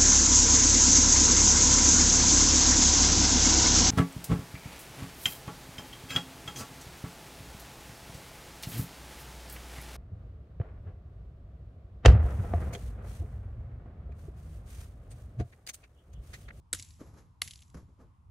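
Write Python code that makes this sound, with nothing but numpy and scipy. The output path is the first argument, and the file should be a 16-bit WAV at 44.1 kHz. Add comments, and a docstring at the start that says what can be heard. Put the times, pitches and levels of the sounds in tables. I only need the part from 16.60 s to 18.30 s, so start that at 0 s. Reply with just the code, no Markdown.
"""On an artificial-turf pitch, a feathered shuttlecock is kicked up twice.
Its stacked discs slap together on the shoe and ring briefly, making a clack.
Fences and walls throw back a string of thin echoes. The feet come down with soft thuds
and scuff the plastic grass, over a low outdoor rumble and a faint hiss."""
import sys
import numpy as np
from scipy import signal
from scipy.fft import rfft, irfft
from scipy.io import wavfile
from scipy.ndimage import uniform_filter1d

SR = 44100
rng = np.random.default_rng(int(sys.argv[2]) if len(sys.argv) > 2 else 0)


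def waveform_to_disk(signal):
    """Save audio, clipped to [-1, 1], as 16-bit WAV at the path in sys.argv[1]."""
    frames = np.transpose(np.atleast_2d(signal))
    scaled = np.clip(frames, -1, 1) * 32767
    samples = np.round(scaled).astype(np.int16)
    wavfile.write(sys.argv[1], SR, samples)


N = 74970
TIME = np.arange(N) / SR
LEFT_RIGHT = np.array([[1], [-1]])  # adds a sound to one ear and takes it from the other
# when the shoe hits the shuttlecock: (time [s])
KICK_TIMES = [.1294, .8185]


def from_db(db):
    """Turn decibels into a number to multiply a sound by."""
    return 10 ** (np.asarray(db) / 20)


def coloured(x, colour):
    """Make some pitches louder and others softer, following a colour: (pitch [Hz], level [dB])."""
    hz, db = np.transpose(colour)
    bins = np.maximum(np.fft.rfftfreq(N, 1 / SR), 1)
    gain = from_db(np.interp(np.log(bins), np.log(hz), db))
    return irfft(rfft(x) * gain, N)


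def noise(colour):
    """Noise of the given colour, always brought to the same strength."""
    x = coloured(rng.standard_normal(N), colour)
    return x / x.std()


def wide_noise(colour, side_db=0):
    """Noise that is alike in both ears in the bass and wider above; side_db widens it further."""
    # how much the two ears differ: (pitch [Hz], level [dB])
    width = [(60, -14), (200, -11), (400, -8), (1000, -2), (2500, -6), (10000, -6)]
    side = from_db(side_db) * coloured(noise(colour), width)
    return noise(colour) + side * LEFT_RIGHT


def burst(start, rise, fade):
    """A loudness shape that grows for `rise` seconds, then drops 60 dB every `fade` seconds."""
    age = TIME - start
    return np.clip(age / rise, 0, 1) ** 2 * np.exp(-np.log(1000) * np.maximum(age - rise, 0) / fade)


def ring(start, hz, rise, fade):
    """One pure tone that is struck and dies away."""
    return burst(start, rise, fade) * np.sin(2 * np.pi * hz * (TIME - start))


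def wavering(x, swing_db=2.2, swings_per_s=9):
    """Let each octave of a sound swell and sink at random."""
    octaves_hz = 125 * 2 ** np.arange(8)
    turn_times = np.arange(0, TIME[-1] + 1, 1 / swings_per_s)
    swings = swing_db * rng.standard_normal((len(octaves_hz), len(turn_times)))
    pitch = np.log(np.maximum(np.fft.rfftfreq(N, 1 / SR), 1))
    out = 0
    for one_octave, db in zip(np.eye(len(octaves_hz)), swings):
        band = irfft(rfft(x) * np.interp(pitch, np.log(octaves_hz), one_octave), N)
        out = out + band * from_db(np.interp(TIME, turn_times, db))
    return out


def background():
    """A low outdoor rumble rises and falls under a faint, wavering, far-off hiss."""
    # colour of the rumble: (pitch [Hz], level [dB])
    rumble_colour = [(20, -29), (35, -15), (55, -1), (75, 2.5), (110, -4), (180, -15), (280, -24.5),
                     (450, -39), (900, -61), (2000, -81)]
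    # its ups and downs, which are made smaller below: (time [s], level [dB])
    rumble_shape = [(0.0, -56), (0.104, -67), (0.146, -47.5), (0.212, -54), (0.814, -59.5), (0.866, -47.5),
                    (0.928, -61.5), (1.254, -50.5), (1.344, -67.5), (1.504, -53.5), (1.566, -66),
                    (1.7, -57)]
    # colour of the hiss: (pitch [Hz], level [dB])
    hiss_colour = [(200, -6.5), (450, -10), (650, -8), (1050, 1.5), (1600, -16), (3000, -18), (7000, -24),
                   (11500, -27.5), (13000, -36)]
    level = np.interp(TIME, *np.transpose(rumble_shape))
    swell_db = 0.57 * (level - level.mean())
    rumble = from_db(-57 + swell_db) * wide_noise(rumble_colour)
    hiss = from_db(-78) * wavering(wide_noise(hiss_colour, side_db=3.5))
    return rumble + hiss


def thuds():
    """The shoe knocks dully on the shuttlecock or the ground."""
    # the knocks: (time [s], level [dB], pitch [Hz], fade [s])
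    knocks = [(0.132, -40.5, 310, 0.055), (0.1321, -44, 483, 0.052), (.1420, -40.5, 86.6, 0.11),
              (.1430, -49.5, 165, 0.054), (0.192, -56.5, 279.7, 0.1), (.4140, -34.5, 263, 0.031),
              (0.487, -45, 97.7, .2), (0.8181, -51.5, 249.4, 0.043), (0.8183, -53.5, 445, 0.041),
              (.8185, -46.5, 740, 0.026), (0.861, -46.5, 88, 0.13), (1.1464, -47, 508, 0.049),
              (1.1500, -41.5, 285, 0.042), (1.151, -39.5, 167.7, 0.11), (1.1530, -42, 71.3, 0.32),
              (1.2300, -43, 81.7, 0.09)]
    return sum(from_db(db) * ring(start, hz, rise=0.0013, fade=fade) for start, db, hz, fade in knocks)


def scuffs():
    """Soles press dully on the turf and brush its plastic blades, which crackle."""
    # foot movements: (time [s], level [dB], rise [s], fade [s], extra crackle [dB])
    steps = [(0.379, -48.5, 0.029, 0.23, 1), (.435, -62, 0.034, 0.84, 4.5), (0.531, -61, 0.0085, 0.27, 0.5),
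             (0.551, -59.5, 0.036, 0.16, 9), (1.1398, -46.5, 0.0053, 0.092, 3),
             (1.163, -53, 0.0088, 0.25, 3.5), (1.271, -66, 0.021, 0.27, -10),
             (1.364, -54.5, 0.046, 0.26, -5.5)]
    # colour of the pressing sole: (pitch [Hz], level [dB])
    sole_colour = [(60, -2), (150, 4.5), (280, -0.5), (500, -4.5), (750, -12), (1200, -12.5), (2000, -29),
                   (4000, -47)]
    # colour of the plastic grass: (pitch [Hz], level [dB])
    grass_colour = [(400, -7), (700, 4), (1150, 3.5), (2000, -2.5), (3000, -9), (7000, -4.5), (8700, -18),
                    (11500, -5.5), (12500, -40)]
    press = brush = 0
    for start, db, rise, fade, crackle_db in steps:
        step = from_db(db) * burst(start, rise, fade)
        press = press + step
        brush = brush + from_db(crackle_db) * step
    grain = uniform_filter1d(rng.standard_normal(N), size=40)  # a fast flicker in loudness
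    blades = from_db(-14 + 1.5 * grain / grain.std()) * wide_noise(grass_colour, side_db=-1)
    return press * wide_noise(sole_colour, side_db=-10.5) + brush * blades


def tail(kick, delay_s=0.004, rise_s=0.0024):
    """Reflections from around the pitch blur into a fading wash, in which a few disc tones linger."""
    # the wash, one row a kick: (near level [dB], near fade [s], far level [dB], far fade [s])
    washes = [(-49, 0.16, -53.5, 0.76), (-54.5, 0.278, -57, .8)]
    # colour of the wash: (pitch [Hz], level [dB])
    wash_colour = [(200, -9.5), (700, -10), (1500, -6.5), (2500, 0), (5000, -0.5), (7700, 5), (8700, -7.5),
                   (10400, 2), (11900, -3.5), (12700, -26)]
    # lingering tones: (pitch [Hz], fade [s], level in kick 1 [dB], level in kick 2 [dB])
    lingering = [(3720, .25, -66, -62), (4480, .25, -68, -60), (6750, .25, -56, -68), (7260, .25, -56, -70),
                 (10370, .2, -62, -59), (11198, .27, -64, -51)]
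    near_db, near_fade, far_db, far_fade = washes[kick]
    start = KICK_TIMES[kick] + delay_s
    near = from_db(near_db) * burst(start, rise_s, near_fade)
    far = from_db(far_db) * burst(start, rise_s, far_fade)
    tones = sum(from_db(db[kick]) * ring(start, hz, rise_s, fade) for hz, fade, *db in lingering)
    return (near + far) * wide_noise(wash_colour) + tones


def echoes(kick, boost_db=8.5, boost_octaves=0.3):
    """Each fence or wall throws back a thin tick with a colour of its own."""
    # the echoes, one list a kick: (delay [s], level [dB], boosted pitch [Hz])
    bounces = [
        [(.0578, -45, 6000), (.0655, -36.5, 6900), (.0710, -47, 4500), (.0930, -41, 7400), (.0980, -51, 4200),
         (.1160, -52.5, 7600), (.1555, -58, 7400), (.1750, -53, 4500), (.2065, -61, 5000)],
        [(.0555, -41.5, 2150), (.0605, -41, 2250), (.0882, -42.5, 3400), (.0928, -48, 3400),
         (.1146, -45.5, 3800), (.1366, -50, 4700), (.1556, -59, 7000), (.1700, -56.5, 3600), (.1848, -56, 7500),
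         (.1996, -54.5, 3000), (.2036, -56.5, 3000), (.2126, -62, 6000), (.2590, -66, 6500),
         (.2795, -61.5, 7600)],
    ]
    # colour that all echoes share: (pitch [Hz], level [dB])
    echo_colour = [(500, -35), (1500, -21), (2100, -2), (2700, -5.5), (3600, -1), (7700, -1.5), (8700, -13),
                   (10500, 1.5), (12000, -18), (12700, -50)]
    hz = np.geomspace(300, 15000, 60)
    colour_hz, colour_db = np.transpose(echo_colour)
    shared_db = np.interp(np.log(hz), np.log(colour_hz), colour_db)
    out = 0
    for delay, db, boosted_hz in bounces[kick]:
        boost = boost_db * np.exp(-(np.log2(hz / boosted_hz) / boost_octaves) ** 2)
        loudness = from_db(db) * burst(KICK_TIMES[kick] + delay, rise=0.003, fade=0.018)
        out = out + loudness * noise(np.c_[hz, shared_db + boost])
    return out


def disc_ring(kick):
    """The struck discs ring for a moment; each kick stirs a different mix of their tones."""
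    # tones of the stack: (pitch [Hz], fade [s], level in kick 1 [dB], level in kick 2 [dB])
    tones = [(1150, .015, -47, -32), (1435, 0.017, -43.5, -58), (1930, 0.014, -30.5, -49.5),
             (2089, 0.014, -43, -23), (2740, .008, -44, -34), (3313, .007, -43, -26),
             (3780, 0.0087, -30.5, -30), (4510, 0.013, -32.5, -27), (6345, 0.013, -36, -29.5),
             (7883, 0.012, -17.5, -33), (8053, .012, -26.5, -37.5), (9420, .014, -39, -36),
             (10130, .014, -34, -30), (11230, .026, -41, -30)]
    start = KICK_TIMES[kick]
    return sum(from_db(db[kick]) * ring(start, hz, rise=0.00057, fade=fade) for hz, fade, *db in tones)


def disc_slaps(kick, side_db=-16):
    """The discs slap together a few times: short, rough touches, coloured by the stack."""
    # the slaps, one list a kick: (time [s], level [dB], rise [s], fade [s])
    slaps = [
        [(.1290, -29.5, 0.0018, 0.011), (.1318, -27.5, 0.00064, 0.009), (.1340, -30.5, 0.00053, 0.0051),
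         (.1358, -21, 0.00012, 0.0022), (.1368, -38.5, 0.00065, 0.016), (.1440, -36, 0.0038, 0.035)],
        [(.8155, -32, 0.0028, 0.014), (.8191, -24.5, 0.0003, 0.005), (.8296, -44.5, .0006, 0.0098)],
    ]
    # colour of the stack: (pitch [Hz], level in kick 1 [dB], level in kick 2 [dB])
    stack_colour = [(199.5, -10, -9), (480, -10.5, -13.5), (650, -25.5, -11.5), (1020, -24.5, -14),
                    (1206, 3.5, -8), (2010, 1, -2), (2677, -8, 4.5), (3850, 3, 5), (5895, 1, 3),
                    (8700, 5, -5), (11090, 5.5, 5.5), (13100, -19, -17.5)]
    colour = [(hz, db[kick]) for hz, *db in stack_colour]
    force = sum(from_db(db) * burst(start, rise, fade) for start, db, rise, fade in slaps[kick])
    middle, side = rng.choice([-1, 1], (2, N))
    roughness = middle + from_db(side_db) * side * LEFT_RIGHT
    return coloured(force * roughness, colour) / coloured(middle, colour).std()


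def scene():
    """Two kicks with their echoes, the footwork and the outdoor background."""
    kicks = sum(disc_ring(k) + disc_slaps(k) + echoes(k) + tail(k) for k in range(len(KICK_TIMES)))
    return kicks + thuds() + scuffs() + background()


def record(dry):
    """Cut the highest treble: from about 14 kHz up it is at least 50 dB softer."""
    treble_cut = signal.cheby2(16, 50, 13964, fs=SR, output="sos")
    return signal.sosfilt(treble_cut, dry)


dry = scene()
out = record(dry)
waveform_to_disk(out)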